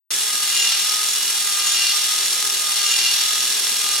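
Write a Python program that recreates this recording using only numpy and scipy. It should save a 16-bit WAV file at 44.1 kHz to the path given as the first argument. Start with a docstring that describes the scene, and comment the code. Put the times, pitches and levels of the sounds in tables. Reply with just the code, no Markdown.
"""A motorised toy flaps its wings

A small electric motor drives plastic gears, close by. Once a wingbeat the load builds: the gears
slow down, grind harder and sing in the resonances of the housing. Teeth rattle throughout, a joint
scrapes twice a beat and loose parts click. Small hard walls nearby add a very short echo."""
import sys
import numpy as np
from scipy import signal
from scipy.fft import rfft, irfft, next_fast_len
from scipy.io import wavfile
from scipy.ndimage import map_coordinates

SR = 44100
rng = np.random.default_rng(int(sys.argv[2]) if len(sys.argv) > 2 else 0)


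def transcribe(signal):
    """Save signal, clipped to [-1, 1], as a 16-bit WAV file at the path in sys.argv[1]."""
    frames = np.atleast_2d(signal).T
    limited = np.clip(frames, -1, 1)
    pcm = np.round(limited * 32767).astype(np.int16)
    wavfile.write(sys.argv[1], SR, pcm)


N = 176400
TIME = np.arange(N) / SR
TEETH = 30  # tooth contacts in one turn of the shaft
FREE_HZ, LOADED_HZ = 42.53, 40.25  # shaft turns a second with no load and with full load


def amp(db):
    """Turn decibels into a gain."""
    return 10 ** (np.asarray(db) / 20)


def unit(x):
    """Scale a signal to an average strength (rms) of 1."""
    return x / np.sqrt(np.mean(x ** 2) + 1e-20)


def along(points, hz):
    """Read (f/Hz, value) rows at hz, on a log frequency axis."""
    f, values = np.transpose(points)
    return np.interp(np.log(hz + 1), np.log(f + 1), values)


def curve(rows):
    """Join (t/s, value) rows with straight lines, one value per sample."""
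    return np.interp(TIME, *np.transpose(rows))


def swell(s, width_s):
    """A bell-shaped rise and fall, highest at time s."""
    return np.exp(-((TIME - s) / width_s) ** 2 / 2)


def wobble(rate):
    """A smooth curve through rate random values a second."""
    at = np.arange(0, N + 64, 64)
    values = rng.standard_normal(int(N * rate / SR) + 4)
    return np.interp(np.arange(N), at, map_coordinates(values, [at * rate / SR]))


# Uneven pressure of off-centre wheels: cycles per shaft turn, swing/dB
OFF_CENTRE = [(1 / 3, 1.0), (1, 1.9), (2, .8), (3, 1.1), (4, .6), (7, .6), (10, .7)]
def swing(turns):
    """How hard the off-centre wheels press the teeth together, in dB."""
    return sum(db * np.cos(2 * np.pi * cycles * turns) for cycles, db in OFF_CENTRE)


def contacts(turns, worn_db, chance_db, jitter, off_centre, count=TEETH):
    """Teeth hit count times a turn. Each has its own size and timing, and chance varies both."""
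    k = np.arange(int(turns[-1] * count))
    own_shift, own_size = rng.standard_normal((count, 2))[k % count].T
    chance_shift, chance_size = rng.standard_normal((len(k), 2)).T
    at_turn = (k + jitter * (chance_shift + own_shift / 2)) / count
    sizes = amp(worn_db * own_size + chance_db * chance_size + off_centre * swing(at_turn))
    hits = np.bincount(np.interp(at_turn, turns, np.arange(N)).astype(int), sizes, N)
    return unit(hits - hits.mean())


# "Mid" is the sound both ears share; "side" is what differs between left and right.
# Peaks and dips of the plastic housing: f/Hz, width/Hz, mid boost/dB, side boost/dB
RESONANCES = [(124, 32, 3.5, -7), (233, 37, 6, -1), (365, 10, 12, 3), (423, 27, 6.5, 1),
              (1560, 140, -1, 16.5), (2014, 110, 3.5, 15.5), (2772, 145, 6, -16), (3485, 310, 4.5, 17.5),
              (3950, 210, 5.5, -9), (4447, 270, 4.5, 14), (5360, 110, -0.5, 7), (5130, 150, -6.5, 0),
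              (5710, 180, 1, 11), (7110, 850, 3.5, -2), (8350, 340, 6.5, 2), (9870, 560, 5, 12),
              (10780, 750, 3, 8)]
# Stereo width, side against mid: f/Hz, level/dB
STEREO_WIDTH = [(30, -4), (130, -23), (500, -11), (1200, -13), (2400, -28), (3200, -12), (4300, -11.5),
                (6300, -4), (7700, 5.5), (9500, -4.5), (12000, 2), (15500, 4)]
def housing(hits, spectrum, scatter_s, facing=1, size=4096):
    """Hits ring the housing and scatter through the frame; the sign of facing picks the leading ear."""
    hz, t = np.fft.rfftfreq(size, 1 / SR), np.arange(size) / SR
    db = along(spectrum, hz) + np.array([0 * hz, along(STEREO_WIDTH, hz)])
    for centre, width, mid_db, side_db in RESONANCES:
        db = db + np.outer([mid_db, side_db], np.exp2(-(2 * (hz - centre) / width) ** 2))
    # Folding the cepstrum (minimum phase) makes the ringing follow the hit.
    cepstrum = irfft(np.log(amp(db[0])))
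    cepstrum[1:size // 2] *= 2
    cepstrum[size // 2 + 1:] = 0
    paths = rfft(rng.standard_normal(size) * amp(-60 * t / scatter_s))
    phase = np.exp(1j * (rfft(cepstrum).imag + np.angle(paths)))
    lead = size // 8
    mid, side = np.roll(irfft(amp(db) * phase * [[1], [1j * facing]]), lead, axis=1)
    ring = np.array([mid + side, mid - side]) / np.linalg.norm(mid)
    return signal.oaconvolve(hits[None], ring, axes=1)[:, lead:lead + N]


def stray_ticks(per_s=190, spread_db=2.5):
    """Slack between the teeth (backlash) makes ticks at random moments."""
    when, size = rng.random((int(per_s * N / SR), 2)).T
    return unit(np.bincount((when * N).astype(int), amp(spread_db * np.sqrt(12) * size), N))


# Tone colour of the rattle, ticks and grinding before the housing: f/Hz, level/dB
RATTLE_COLOUR = [(30, -35), (100, -46), (250, -30), (500, -35.5), (1000, -9.5), (2200, -5), (3200, -5.5),
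                 (6300, 0.5), (7700, -3), (11000, -5), (13000, -8.5), (15700, -18.5)]
TICK_COLOUR = [(100, -32), (500, -13.5), (1500, -2), (3500, 2.5), (6000, -1), (8000, -2.5), (11000, -0.5),
               (15500, -19.5)]
GRIND_COLOUR = [(100, -36), (600, -22.5), (1200, -14.5), (2200, -6), (3200, -1.5), (5600, -0.5), (7000, -8),
                (9000, -35.5), (15000, -34)]
# How hard the teeth grind; each sound scales the swings around USUAL_GRIND_DB: t/s, level/dB
GRIND_EFFORT = [(0.12, -25.5), (0.32, -26.5), (0.67, -22), (1.02, -24.5), (1.49, -26), (1.79, -22),
                (2.19, -24), (2.71, -25.5), (2.79, -23), (3.08, -21.5), (3.35, -23.5), (3.78, -25),
                (4.0, -23.5)]
USUAL_GRIND_DB = -24
def gears(turns, facing, grind_growth=2.08):
    """Half of the gears: a bright rattle, stray ticks and darker grinding that swells each wingbeat."""
    light = contacts(turns, worn_db=1.8, chance_db=1.8, jitter=.3, off_centre=.6)
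    heavy = contacts(turns, worn_db=1.2, chance_db=1.8, jitter=.25, off_centre=.55)
    rattle = housing(light, RATTLE_COLOUR, scatter_s=.0069, facing=facing)
    ticks = housing(stray_ticks(), TICK_COLOUR, scatter_s=.0034, facing=facing)
    grind = housing(heavy, GRIND_COLOUR, scatter_s=.01, facing=facing)
    swell_db = grind_growth * (curve(GRIND_EFFORT) - USUAL_GRIND_DB)
    return amp(-26.5) * rattle + amp(-30.5) * ticks + amp(-28 + swell_db) * grind


# Notes of thin plastic parts: f/Hz, level/dB, dB gained per dB of grinding effort
THIN_PARTS = [(4540, -41, 0.5), (5400, -31.5, 1.2), (5700, -37, 0.9), (8340, -40, -1), (10020, -43, -1)]
def chatter(turns, ring_s=.024, lag_s=.07):
    """Six knocks a turn ring thin parts. Just after hard grinding, low notes swell and high ones dip."""
    t = np.arange(SR // 16) / SR
    effort_db = curve(np.add(GRIND_EFFORT, [lag_s, 0])) - USUAL_GRIND_DB
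    ear_phase = np.array([[.35], [-.35]])
    out = np.zeros((2, N))
    for hz, db, growth in THIN_PARTS:
        knocks = contacts(turns, worn_db=.5, chance_db=2, jitter=.15, off_centre=1.1, count=6)
        ring = np.diff(np.cos(2 * np.pi * hz * t + ear_phase) * amp(-60 * t / ring_s), prepend=0)
        ringing = unit(signal.oaconvolve(knocks[None], ring, axes=1)[:, :N])
        out += amp(db + growth * effort_db) * ringing
    return out


# Loudness of the shaking frame, before boost_db: t/s, level/dB
FRAME_SHAKE = [(0.12, -47.5), (1.0, -50.5), (2.11, -50), (2.38, -45), (3.19, -50.5), (3.4, -46)]
# Its tone colour before the housing: f/Hz, level/dB
RUMBLE_COLOUR = [(25, -24), (60, -6), (110, -10.5), (170, -3), (260, -3.5), (400, -1), (700, 0), (1100, -4),
                 (2200, -15), (6000, -62)]
def rumble(turns, boost_db=.5):
    """The teeth shake the frame into a low rumble that rises and falls."""
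    shake = contacts(turns, worn_db=2, chance_db=2.5, jitter=.77, off_centre=.34)
    return amp(curve(FRAME_SHAKE) + boost_db) * housing(shake, RUMBLE_COLOUR, scatter_s=.016)


def tone(turns, multiple, flutter_db, waver_rad):
    """A slightly unsteady stereo note at a multiple of the shaft speed."""
    phase = 2 * np.pi * multiple * turns + waver_rad * wobble(45)
    level = np.sqrt(2) * unit(amp(flutter_db * wobble(35)))
    side = amp(along(STEREO_WIDTH, multiple * FREE_HZ)) * np.sin(phase + .62 * wobble(3.9))
    return level * (np.cos(phase) + np.outer([1, -1], side))


# Swells in the note of the motor's small gear: peak t/s, width/s, level/dB
MOTOR_GEAR_SWELLS = [(0.4, .07, -41), (0.95, .08, -37), (1.6, .11, -40), (1.96, .02, -38), (2.13, .05, -36),
                     (2.43, .06, -43), (2.68, .05, -39), (2.84, .04, -39), (3.33, .07, -38),
                     (3.95, .08, -38.5)]
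# Gear overtones, before boost_db: multiple of shaft speed, no-load level/dB, full-load level/dB
OVERTONES = [(10, -59, -61), (20, -58, -52), (33, -60, -47), (40, -46.5, -44), (50, -54, -46),
             (60, -52, -41), (70, -42, -41), (80, -45, -41.5), (90, -51, -40.5), (93, -45, -45),
             (100, -55, -40.5), (110, -46, -35), (113, -51, -34), (131, -43, -46), (133, -54, -35)]
def whine(turns, load, steady_db=-46, boost_db=.5):
    """The motor's gear sings a rough note; most overtones rise as load pulls them into resonance."""
    level = amp(steady_db) + sum(amp(db) * swell(s, width) for s, width, db in MOTOR_GEAR_SWELLS)
    roughness = unit(amp(.7 * swing(turns)))
    out = level * roughness * tone(turns, TEETH, flutter_db=1.6, waver_rad=.2)
    for multiple, free_db, loaded_db in OVERTONES:
        overtone = tone(turns, multiple, flutter_db=3, waver_rad=.3)
        out += amp(boost_db + free_db + load * (loaded_db - free_db)) * overtone
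    return out


# Gear squeals, loudest under heavy load: start t/s, end t/s, level/dB
SQUEAL_TIMES = [(0.505, 0.7, -27.5), (0.718, 0.755, -29), (1.14, 1.3, -37), (1.59, 1.68, -37),
                (1.73, 1.915, -27.5), (2.85, 2.962, -27.5), (2.998, 3.112, -27), (3.925, 3.97, -31)]
def squeal(turns, attack_s=.026, release_s=.009):
    """One gear overtone squeals where the slowing shaft draws it into a resonance of the housing."""
    level = np.zeros(N)
    for start, end, db in SQUEAL_TIMES:
        rise = 1 - np.exp(-np.maximum(TIME - start, 0) / attack_s)
        fall = np.exp(-np.maximum(TIME - end, 0) / release_s)
        level += amp(db) * rise * fall
    grip = unit(amp(1.1 * swing(turns) + 1.5 * wobble(170)))
    return level * grip * tone(turns, multiple=70, flutter_db=1, waver_rad=.4)


# Scrapes of the joint, two each wingbeat: peak t/s, level/dB
SCRAPE_TIMES = [(.59, -25.5), (1.11, -31.5), (1.70, -26.5), (2.25, -31.5), (2.91, -26.5), (3.46, -32)]
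# Their tone colour before the housing: f/Hz, level/dB
SCRAPE_COLOUR = [(2000, -41), (6600, -22), (6950, -5), (7300, -23), (14000, -38)]
def scrapes(turns):
    """A joint slips in time with the teeth and rings at one high pitch, swelling and fading."""
    level = sum(amp(db) * swell(s, width_s=.052) for s, db in SCRAPE_TIMES)
    slips = contacts(turns, worn_db=2, chance_db=2.5, jitter=.4, off_centre=.9)
    return level * housing(slips, SCRAPE_COLOUR, scatter_s=.0087)


# Blows of loose parts, before boost_db: t/s, level/dB
CLICK_TIMES = [(0.5984, -11), (0.647, -7), (0.7215, -2), (1.0368, -15), (2.1364, -12), (2.2087, -3.5),
               (2.2822, -4), (2.4258, -3.5), (3.309, -8), (3.38, -8), (3.669, -3)]
# Their tone colour before the housing: f/Hz, level/dB
CLICK_COLOUR = [(200, -28), (1200, 0), (3500, 12), (6000, 2), (10000, -25), (15000, -8)]
def clicks(boost_db=3):
    """Loose links click as their slack is taken up."""
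    blows = np.zeros(N)
    for s, db in CLICK_TIMES:
        blows[round(s * SR)] = amp(db + boost_db)
    return housing(blows, CLICK_COLOUR, scatter_s=.0056)


def room(sound, ring_s=.14):
    """Close hard walls throw back a short, bright echo."""
    t = np.arange(SR // 4) / SR
    tail = rng.standard_normal((2, len(t))) * amp(-60 * t / ring_s)
    echo = signal.fftconvolve(sound, tail / np.linalg.norm(tail[0]), axes=1)[:, :N]
    return signal.sosfilt(signal.butter(2, 2500, "high", fs=SR, output="sos"), echo)


# Turns a second of the gear shaft, dipping once a wingbeat: t/s, f/Hz
SHAFT_SPEED = [(0.11, 42.9), (0.27, 41.5), (0.5, 40.8), (0.6, 40.33), (0.72, 40.11), (0.9, 41.82),
               (1.1, 41.74), (1.6, 40.54), (1.88, 39.96), (2.07, 41.67), (2.41, 41.62), (2.75, 40.72),
               (2.94, 40.16), (3.08, 40.02), (3.26, 41.66), (3.55, 41.62), (3.8, 41.03), (4.0, 40.31)]
def scene():
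    """One shaft sets the pace of all the gears; the slower it turns, the heavier the load."""
    speed = curve(SHAFT_SPEED)
    turns = np.cumsum(speed) / SR + .0014 * wobble(32)  # slack in the gears lets the shaft waver
    load = np.clip((FREE_HZ - speed) / (FREE_HZ - LOADED_HZ), 0, 1) ** 1.46
    far_gain = amp(-.5)  # the far half of the gears is a little quieter
    both_halves = gears(turns, facing=1) + far_gain * gears(turns, facing=-1.3)
    clatter = both_halves / np.hypot(1, far_gain) + chatter(turns) + scrapes(turns) + clicks()
    return clatter + amp(-10.5) * room(clatter) + rumble(turns) + whine(turns, load) + squeal(turns)


def record(dry):
    """The sound starts abruptly, and the very highest treble is cut off."""
    start_s, top_hz = .1055, 15850
    size = next_fast_len(N + SR // 2)
    spectrum = rfft(dry * (TIME >= start_s), size)
    return irfft(spectrum * (np.fft.rfftfreq(size, 1 / SR) < top_hz), size)[:, :N]


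dry = scene()
out = record(dry)
transcribe(out)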